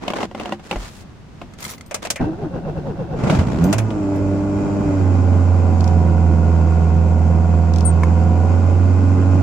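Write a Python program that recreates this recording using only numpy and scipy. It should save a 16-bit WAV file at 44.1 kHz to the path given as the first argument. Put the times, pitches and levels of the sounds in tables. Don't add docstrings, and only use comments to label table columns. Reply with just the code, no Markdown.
import sys
import numpy as np
from scipy import signal
from scipy.fft import rfft, irfft, next_fast_len
from scipy.io import wavfile
from scipy.ndimage import uniform_filter1d

SR = 44100
rng = np.random.default_rng(int(sys.argv[2]) if len(sys.argv) > 2 else 0)


def master_out(mix):
    frames = np.transpose(np.atleast_2d(mix))
    ceiling = np.clip(frames, -1, 1)
    pcm = np.round(ceiling * 32767).astype(np.int16)
    wavfile.write(sys.argv[1], SR, pcm)


N = 415422
T = np.arange(N) / SR


def amp(db):
    return 10 ** (np.asarray(db) / 20)


def unit(x):
    return x / np.sqrt(np.mean(x ** 2) + 1e-18)


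def curves(table):
    s, *columns = np.transpose(table)
    return [np.interp(T, s, column) for column in columns]


def fade(start, end):
    return np.clip((T - start) / max(end - start, .001), 0, 1)


def pan(db):
    return amp(np.array([[db], [-db]]) / 2)


def walk(rate):
    k = int(SR / rate)
    targets = np.repeat(rng.standard_normal(N // k + 1), k)
    return 1.2 * uniform_filter1d(targets, k)[:N]


def colour(x, points, tilt_db=0):
    size = next_fast_len(x.shape[-1])
    octave = np.log2(np.fft.rfftfreq(size, 1 / SR) + 1)
    hz, db = np.transpose(points)
    gain = amp(np.interp(octave, np.log2(hz), db, right=-120) + tilt_db * octave)
    return unit(irfft(rfft(x, size) * gain, size)[..., :x.shape[-1]])


def resonate(x, modes):
    size = next_fast_len(x.shape[-1])
    hz = np.fft.rfftfreq(size, 1 / SR)
    gain = 0
    for k, (f, width, db) in enumerate(modes):
        damping = 1j * hz * width
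        gain = gain + (-1) ** k * amp(db) * damping / (f * f - hz * hz + damping)
    return unit(irfft(rfft(x, size) * gain, size)[..., :x.shape[-1]])


def air(size):
    mid, side = rng.standard_normal((2, size))
    side = colour(side, [(150, -8), (900, -4.5), (4000, -1), (SR / 2, 0)])
    return mid + side * np.array([[1], [-1]])


def grains(size, rate, length_s):
    hits = (rng.random(size) < rate / SR) * (.5 + rng.exponential(size=size))
    return unit(signal.lfilter([1], [1, -np.exp(-1 / (length_s * SR))], hits))


def burst(points, t60):
    t = T[:SR // 4]
    decay = amp(-60 * t / t60) + amp(-22 - 60 * t / .15)
    attack = 1 - np.exp(-t / .0007)
    y = colour(air(len(t)), points) * decay * attack
    return y / (3 * np.sqrt(np.mean(y[:, :SR // 200] ** 2)))


def strike(modes, spread):
    t = T[:SR // 4]
    ring = 0
    for f, width, db in modes:
        pitch = f * (1 + spread * rng.standard_normal())
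        tone = np.sin(2 * np.pi * (pitch * t + rng.random()))
        ring = ring + amp(db) * np.exp(-np.pi * width * t) * tone
    ring = ring * (1 - np.exp(-t / 0.00036))
    return ring / np.abs(ring).max()


def thud(hz):
    t = T[:SR // 4]
    return np.sin(2 * np.pi * hz * t) * amp(-60 * t * hz / 12) * (1 - np.exp(-t / 0.003))


def add(out, s, sound):
    start = max(int(s * SR), 0)
    out[:, start:start + sound.shape[-1]] += sound[..., :N - start]


# (frequency [Hz], relative level [dB])
QUIET_COLOUR = [(25, -10), (80, -1), (230, -4.5), (400, -15.5), (1200, -23.5), (6500, -40), (16000, -61.5)]
QUIET_DB = -40


def quiet_cabin():
    return colour(air(N), QUIET_COLOUR) * amp(QUIET_DB + walk(16))


# (start [s], length [s], level [dB], slip rate [per s], brightness [dB per octave])
RUBS = [(0, 0.14, -31, 300, -1.2), (0.14, 0.13, -26, 300, -0.6), (0.352, 0.21, -34, 220, -0.7),
        (0.606, 0.3, -42.5, 3600, 2.5), (0.78, 0.13, -41, 6500, 4), (0.878, 0.17, -48.5, 9800, 5.5),
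        (1.571, .2, -39, 166, 4), (2.015, 0.071, -32.5, 850, 2)]
# (frequency [Hz], relative level [dB])
RUB_COLOUR = [(100, -17), (220, 7.5), (1000, -1.5), (2800, -13.5), (7000, -22.5), (16000, -45.5)]


def rubbing():
    out = np.zeros((2, N))
    for s, length, db, rate, tilt_db in RUBS:
        size = int(length * SR)
        slips = (rng.random(size) < rate / SR) * (.5 + rng.exponential(size=size))
        grit = signal.lfilter([1], [1, -np.exp(-1 / (0.0013 * SR))], slips) + .9
        rub = colour(air(size) * grit, RUB_COLOUR, tilt_db) * signal.windows.tukey(size, .4)
        add(out, s, amp(db) * unit(rub))
    return out


# (time [s], level [dB], crack against the whole knock [dB])
KNOCKS = [(0.08, -7.5, -5.5), (0.102, -10, -9), (0.135, -7, -15), (0.185, -15, -13), (0.206, -13, -14),
          (0.23, -10, -15), (0.312, -23.5, -17), (0.348, -16.5, -11), (0.398, -14, -6.5),
          (0.41, -15.5, -13), (0.457, -12, -12), (0.522, -7.5, -15), (0.595, -25.5, -17), (0.711, -4.5, -8),
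          (0.727, -11, -18), (0.758, -12, -35), (1.415, -18, -14), (3.905, -16.5, -13), (3.298, -3, -15)]
# (frequency [Hz], width [Hz], level [dB])
PLASTIC_RINGS = [(204.5, 10.7, -7.5), (344.4, 11.3, -10), (573, 51, 0.5), (739, 30, -1.5), (1010, 99, 1),
                 (1353, 72, -9), (2073, 49, -9), (2770, 250, -3.5)]


def knocks():
    out = np.zeros((2, N))
    for s, db, crack_db in KNOCKS:
        crack = burst([(1500, -19), (2800, 14.0), (4000, -2.5), (16000, -24.0)], 0.017)
        body = 0.58 * strike(PLASTIC_RINGS, spread=0.054) + 0.38 * burst(RUB_COLOUR, 0.091)
        add(out, s, amp(db) * (body + amp(crack_db) * crack))
    return out


# (time [s], level [dB], pitch [Hz])
THUDS = [(0.761, -17, 43.6), (1.665, -25.5, 200), (2.222, -6, 239)]


def thuds():
    out = np.zeros((2, N))
    for s, db, hz in THUDS:
        add(out, s, amp(db) * thud(hz))
    return out


# (frequency [Hz], width [Hz], level [dB])
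KEY_RING = [(1290, 76, 1), (2080, 63, 3), (3360, 90, -3), (4380, 70, -6), (7050, 79, -15)]
# (frequency [Hz], relative level [dB])
STEEL_COLOUR = [(2000, -3.5), (4200, -2), (6500, 2), (8300, -1.5), (10000, -7), (16000, -20.5)]


def key_clack():
    ring = np.array([strike(KEY_RING, spread=0.015) for _ in range(2)])
    return ring + 0.68 * burst(STEEL_COLOUR, 0.031)


# (frequency [Hz], level [dB], time to fall 60 dB [s])
KEY_MODES = [(10300, -2, 0.16), (14820, -1, 0.21)]
KEY_RANGE_HZ, KEY_T60_S = (3500, 15500), .07


def key_touch():
    t = T[:SR // 4]
    shared = [(f * (1 + 0.02 * rng.standard_normal()), d, t60) for f, d, t60 in KEY_MODES]
    own = [(f, 0, KEY_T60_S) for f in rng.uniform(*KEY_RANGE_HZ, size=7)]
    ring = 0
    for f, db, t60 in shared + own:
        side_gains = rng.standard_normal((2, 1))
        ring = ring + amp(db - 60 * t / t60) * side_gains * np.sin(2 * np.pi * f * t)
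    return .1 * ring + .5 * burst(STEEL_COLOUR, .02)


# (time [s], level [dB])
CLACKS = [(1.627, -23.5), (1.65, -19), (1.78, -34), (1.536, -36), (1.809, -28.5)]
# (time [s], level [dB])
KEY_JOLTS = [(1.604, -25), (1.709, -21), (3.64, -20), (3.729, -28), (4.16, -35)]
SWING_S, SWING_LOSS_DB = 0.12, 12.5
JINGLE_SPAN_S, JINGLE_DB, JINGLE_CLACK_DB = (1.625, 1.74), -27, -35


def keys():
    out = np.zeros((2, N))
    for s, db in CLACKS:
        add(out, s, amp(db) * key_clack())
    for s, db in KEY_JOLTS:
        for swing in range(3):
            lag = swing * SWING_S * rng.uniform(0.6, 1.6)
            add(out, s + lag, amp(db - swing * SWING_LOSS_DB) * key_touch())
    for s in rng.uniform(*JINGLE_SPAN_S, size=13):
        strength = amp(2.9 * rng.standard_normal())
        jingle = amp(JINGLE_DB) * key_touch() + amp(JINGLE_CLACK_DB) * key_clack()
        add(out, s, strength * jingle)
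    return out


# (time [s], level [dB], treble balance before a 6 dB lift [dB])
LOCK_CLICKS = [(1.91, -16.5, -12), (1.943, -11, -2.5), (2.05, -11.5, -12), (2.102, -16.5, 8),
               (2.158, -19, -6.5), (3.727, -5, -9), (3.782, -11, -8)]
# (frequency [Hz], relative level [dB])
LOCK_BODY = [(200, -30), (550, 13), (900, 0.5), (1700, -3.5), (2500, -0.5), (5000, -28)]


def ignition_lock():
    out = np.zeros((2, N))
    for s, db, treble_db in LOCK_CLICKS:
        for lag, share in [(0, 0.65), (.004, 0.32)]:
            click = burst(LOCK_BODY, 0.11) + amp(treble_db + 6) * burst(STEEL_COLOUR, 0.047)
            add(out, s + lag, share * amp(db) * click)
    return out


SOLENOID_S, SOLENOID_HZ, SOLENOID_FALL_HZ_PER_S, SOLENOID_DB = 2.159, 2280, 9000, -27.5


def solenoid():
    t = np.clip(T - SOLENOID_S, 0, .1)
    hz = (SOLENOID_HZ - SOLENOID_FALL_HZ_PER_S * t) * (1 + 0.2 * walk(1500))
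    envelope = (.4 + np.exp(-t / .008)) * (T > SOLENOID_S) * (1 - (t / .1) ** 2)
    return amp(SOLENOID_DB) * envelope * np.sin(2 * np.pi * np.cumsum(hz) / SR)


COMPRESSIONS = [2.365, 2.505, 2.618, 2.742, 2.822, 2.955, 3.075, 3.2]
# (time [s], pitch [Hz])
WHINE = [(2.21, 255), (2.29, 318), (2.35, 334.5), (2.4, 429.6), (2.47, 439.4), (2.52, 550)]
# (frequency [Hz], relative level [dB])
STARTER_BODY = [(30, -8.5), (140, -2), (400, -12), (950, -22.5), (1200, -34.5), (6000, -51.5), (12000, -81)]
# (frequency [Hz], width [Hz], level [dB])
GEAR_RINGS = [(730, 115, 2), (1524, 200, -5), (2700, 62, -17)]
GEAR_DB = -14.5
STARTER_S, STARTER_DB = 2.195, -27
INRUSH_DB, INRUSH_S = 16, 0.11
WHINE_SAG, SAG_FROM, CHUG_DB = .5, .37, 4.5
HOUSING_HZ, HOUSING_WIDTH_HZ, HOUSING_DB = 315, 21, 12


def starter():
    stroke = np.interp(T, COMPRESSIONS, np.arange(len(COMPRESSIONS))) % 1
    cranking = fade(COMPRESSIONS[0] - .04, COMPRESSIONS[0])
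    late = np.maximum(stroke - SAG_FROM, 0) / (1 - SAG_FROM)
    whine_hz = curves(WHINE)[0] * (1 - WHINE_SAG * late)
    smooth_hz = uniform_filter1d(whine_hz, SR // 80)
    mesh = 2 * np.pi * np.cumsum(smooth_hz * (1 + .02 * walk(200))) / SR
    strain = -np.cos(2 * np.pi * stroke) * cranking
    whine = 0
    for multiple, db in [(1, 0), (1.6, -15), (2, -19)]:
        whine = whine + amp(db) * (1 + .3 * walk(130)) * np.sin(multiple * mesh)
    hum_phase = 2 * np.pi * np.cumsum(160 * (1 + 0.101 * walk(90))) / SR
    hum = amp(-3 + 2 * walk(28.03)) * np.sin(hum_phase)
    teeth = air(N) * (1 + 0.32 * np.cos(mesh / 4))
    grind = amp(-3.0) * colour(teeth, STARTER_BODY)
    clash = amp(GEAR_DB) * resonate(teeth * grains(N, rate=2000, length_s=.003), GEAR_RINGS)
    housing_db = HOUSING_DB / (1 + ((whine_hz - HOUSING_HZ) / HOUSING_WIDTH_HZ) ** 2)
    motor = whine * amp(2 * strain - 6.0 + housing_db) + hum + grind + clash
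    inrush_db = INRUSH_DB * (1 - fade(STARTER_S, STARTER_S + INRUSH_S))
    level = amp(STARTER_DB + inrush_db + CHUG_DB * strain)
    return motor * level * fade(STARTER_S, STARTER_S + 0.019) * (1 - fade(3.2, 3.38))


# (time [s], firing rate [Hz])
SPEED = [(3.76, 110.2), (3.87, 108), (4.04, 99), (4.27, 97.4), (4.42, 99.34), (4.81, 100.3), (5.12, 91.52),
         (6.15, 84.14), (6.8, 82.27), (7.45, 83.93), (8.0, 82.5), (8.9, 91.1), (9.42, 92.8)]
CATCH_S, CATCH_HZ, RUN_UP_POWER = 3.16, 24.04, 1.35


def firing_rate():
    flare_s, flare_hz = SPEED[0]
    run_up = CATCH_HZ + (flare_hz - CATCH_HZ) * fade(CATCH_S, flare_s) ** RUN_UP_POWER
    return np.where(T < flare_s, run_up, curves(SPEED)[0])


# (start [s], hold [s], boost [dB])
SURGES = [(3.202, 0.11, 7), (3.606, 0.029, 5.5)]
SURGE_ATTACK_S, SURGE_RELEASE_S = 0.035, 0.085


def surge_db():
    total = 0
    for s, hold, db in SURGES:
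        after_hold = np.maximum(T - s - SURGE_ATTACK_S - hold, 0)
        total = total + db * fade(s, s + SURGE_ATTACK_S) * np.exp(-after_hold / SURGE_RELEASE_S)
    return total


# (time [s], thump level before a 2 dB lift [dB], thump pitch [Hz], rattle level [dB])
KICKS = [(3.187, -15, 139.7, -25), (3.236, -3, 135, -20), (3.272, -10, 171, -15.5), (3.302, -7, 172, -13),
         (3.334, -6.5, 177, -19), (3.349, -7.5, 119, -11), (3.387, -4, 85, -13.5)]
# (frequency [Hz], width [Hz], level [dB])
MOUNTS = [(62, 25.6, -2), (124, 50, 0.5), (200, 55, 0)]
# (frequency [Hz], relative level [dB])
SHOVE_COLOUR = [(400, 0), (2500, -50)]
RUN_UP_RATTLE_DB, SHAKE_DB = -35, -22


def catch():
    firings = np.cumsum(firing_rate()) / SR
    racing = fade(CATCH_S, CATCH_S + 0.081) * (1 - fade(3.69, 3.78))
    jolt = 0.35 + np.exp(-(firings % 1) / 0.51)
    loose_parts = air(N) * jolt * grains(N, rate=900, length_s=0.0039)
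    rattle = colour(loose_parts, RUB_COLOUR) * amp(RUN_UP_RATTLE_DB)
    shoves = np.diff(np.floor(firings), prepend=0) * amp(3 * rng.standard_normal(N))
    shaking = amp(SHAKE_DB + surge_db() / 2) * colour(resonate(shoves, MOUNTS), SHOVE_COLOUR)
    out = (rattle + pan(-3) * shaking) * racing
    for s, thump_db, hz, rattle_db in KICKS:
        thump = amp(thump_db + 2) * pan(-2) * thud(hz)
        add(out, s, thump + amp(rattle_db) * burst(RUB_COLOUR, 0.16))
    return out


# (frequency [Hz], width [Hz], level [dB])
BOOMS = [(87.2, 17.4, -13.5), (109.9, 5, -18.5), (166.5, 13.3, -23), (197.8, 35.3, -28.5),
         (292.3, 41.3, -23), (390, 34.3, -34), (588, 36, -36)]
BETWEEN_BOOMS_DB = -45.5


def boom(hz):
    gain = amp(BETWEEN_BOOMS_DB)
    for f, width, db in BOOMS:
        gain = gain + amp(db) / (1 + np.square((2 * (hz - f) / width) ** 2))
    return gain


def reflections(x):
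    t = T[:SR // 16]
    echoes = air(len(t)) * amp(-60 * t / 0.13)
    echoes = colour(echoes, [(1000, -8), (4000, 0), (SR / 2, 0)])
    return unit(signal.fftconvolve(x, echoes, axes=1)[:, :N]) + .55 * unit(x)


# (time [s], effort [dB])
EFFORT = [(4.15, -4), (4.8, -1.5), (5.9, -1.35), (7.1, -3), (8.3, -1.5)]
# (multiple of firing rate [-], level before the weak-line gain [dB])
WEAK_LINES = [(1.75, -36.5), (2.25, -38), (2.5, -34), (2.75, -34), (3.5, -39), (6.25, -39), (8.5, -42),
              (9, -43), (11.33, -43)]
# (frequency [Hz], relative level [dB])
RUMBLE_COLOUR = [(25, -22), (50, -5.5), (90, -3), (170, 2), (280, -3), (420, -7), (700, -11.5), (1000, -27),
                 (1600, -40.5)]
# (frequency [Hz], relative level [dB])
CLATTER_COLOUR = [(450, -26), (620, -3), (950, -1), (1150, -9.5), (1400, -10), (1800, -18.5), (2700, -21.5),
                  (3500, -37.5), (7000, -31.5), (12000, -58)]
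# (frequency [Hz], width [Hz], level [dB])
HEAD_RINGS = [(2170, 180, -3), (4670, 150, -7), (6180, 55, -5.5), (6500, 140, -3.5), (7370, 130, -5.5)]
RUMBLE_DB, CLATTER_DB, HEAD_DB = -22.5, -31.5, -56.5
SETTLE_S = (4.98, 5.1)
BUZZ_HZ, BUZZ_WIDTH_HZ, BUZZ_DB = 85.16, 2.1, 5
SURGE_CLATTER_SHARE = 0.83
COUGH_DB, SMOOTH_S = 2.5, 3.9
LIFT_S, LIFT_LENGTH_S, LIFT_DB = 3.74, 0.24, -3.5


def engine():
    hz, surge = firing_rate(), surge_db()
    effort_db = curves(EFFORT)[0] + COUGH_DB * walk(35) * (1 - fade(CATCH_S, SMOOTH_S))
    firings = np.cumsum(hz * (1 + .0035 * walk(25))) / SR
    settled = fade(*SETTLE_S)

    def line(order, db, waver_db):
        level = np.sqrt(2) * amp(db + waver_db * walk(14))
        return level * np.sin(2 * np.pi * (order * firings + rng.random()))

    def panel_db(line_hz):
        return 7 / (1 + ((line_hz - 735) / 14) ** 2)

    lines = pan(-6.0) * boom(hz) * line(1, -12 * (1 - fade(3.7, 3.75)), 0.58)
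    lines = lines + pan(-1.4) * boom(2 * hz) * line(2, surge - .7, 1.1)
    for order in (3, 4, 5, 6):
        lines = lines + boom(order * hz) * line(order, 0.38 * surge, 1.2)
    lines = lines + pan(-7) * line(0.56, -39 - 10 * settled, 0.54)
    buzz_db = BUZZ_DB / (1 + ((hz - BUZZ_HZ) / BUZZ_WIDTH_HZ) ** 2)
    weak_db = -6 * (1 - settled) - 2.5 + buzz_db
    for order, db in WEAK_LINES:
        side = pan(rng.standard_normal() - 1)
        lines = lines + side * line(order, db + weak_db + panel_db(order * hz), 1.4)
    stroke = np.cos(2 * np.pi * firings)
    puffs = air(N) * (1 + (1 - settled / 2) * fade(3.18, 3.6) * stroke)
    lift_db = LIFT_DB * np.sin(np.pi * fade(LIFT_S, LIFT_S + LIFT_LENGTH_S))
    rumble_db = RUMBLE_DB + lift_db + surge + effort_db + 1.1 * walk(18)
    rumble = colour(puffs, RUMBLE_COLOUR) * amp(rumble_db)
    pattern = rng.standard_normal(1024)
    taps = pattern[(firings / 4 % 1 * len(pattern)).astype(int)]
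    valves = (air(N) + .6 * taps) * (1 + .4 * stroke)
    clatter = amp(CLATTER_DB) * colour(reflections(valves), CLATTER_COLOUR)
    clatter = clatter + amp(HEAD_DB) * resonate(valves, HEAD_RINGS)
    clatter = clatter * amp(effort_db + SURGE_CLATTER_SHARE * surge + 0.7 * walk(16))
    noise = pan(-0.25) * (rumble + clatter) * fade(CATCH_S, CATCH_S + 0.019)
    return lines * fade(3.4, 3.62) + noise


# (start [s], end [s], gap between ticks [s])
TICK_RUNS = [(5.807, 5.895, .035), (7.737, 7.82, .0235)]
# (frequency [Hz], relative level [dB])
TICK_COLOUR = [(2000, -13), (3400, -2.5), (5400, 2), (16000, -31.5)]
TICK_DB = -25.5


def trim_ticks():
    out = np.zeros((2, N))
    for start, end, gap in TICK_RUNS:
        for s in np.arange(start, end, gap):
            add(out, s, amp(TICK_DB) * pan(2.7) * burst(TICK_COLOUR, 0.012))
    return out


SQUEAK_S, SQUEAK_LENGTH_S, SQUEAK_DB = 7.848, 0.068, -20
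SQUEAK_HZ, SQUEAK_DROP_HZ, SQUEAK_GLIDE_S = 8490, 260, .02


def squeak():
    hz = SQUEAK_HZ + SQUEAK_DROP_HZ * np.exp(-np.maximum(T - SQUEAK_S, 0) / SQUEAK_GLIDE_S)
    phase = 2 * np.pi * np.cumsum(hz * (1 + 0.0042 * walk(500))) / SR
    envelope = fade(SQUEAK_S, SQUEAK_S + 0.0087) * (1 - fade(SQUEAK_S, SQUEAK_S + SQUEAK_LENGTH_S))
    tone = np.sqrt(2) * amp(SQUEAK_DB) * envelope * np.sin(phase)
    return np.array([[2], [-.6]]) * tone


# (frequency [Hz], width [Hz], level [dB])
SNAP_RINGS = [(1015, 81, 2), (1750, 120, -5), (2190, 97, -3)]
SNAP_S, SNAP_DB = 8.034, -9.5


def panel_snap():
    out = np.zeros((2, N))
    snap = strike(SNAP_RINGS, spread=0) + 0.14 * burst(STEEL_COLOUR, 0.023)
    add(out, SNAP_S, amp(SNAP_DB) * snap)
    return out


def scene():
    before = quiet_cabin() + rubbing() + knocks() + thuds() + keys() + ignition_lock()
    starting = solenoid() + starter() + catch()
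    return before + starting + engine() + trim_ticks() + squeak() + panel_snap()


TOP_HZ = 16000


def record(dry):
    low_pass = signal.ellip(8, .2, 80, TOP_HZ, fs=SR, output="sos")
    return signal.sosfilt(low_pass, np.clip(dry, -1, 1))


dry = scene()
out = record(dry)
master_out(out)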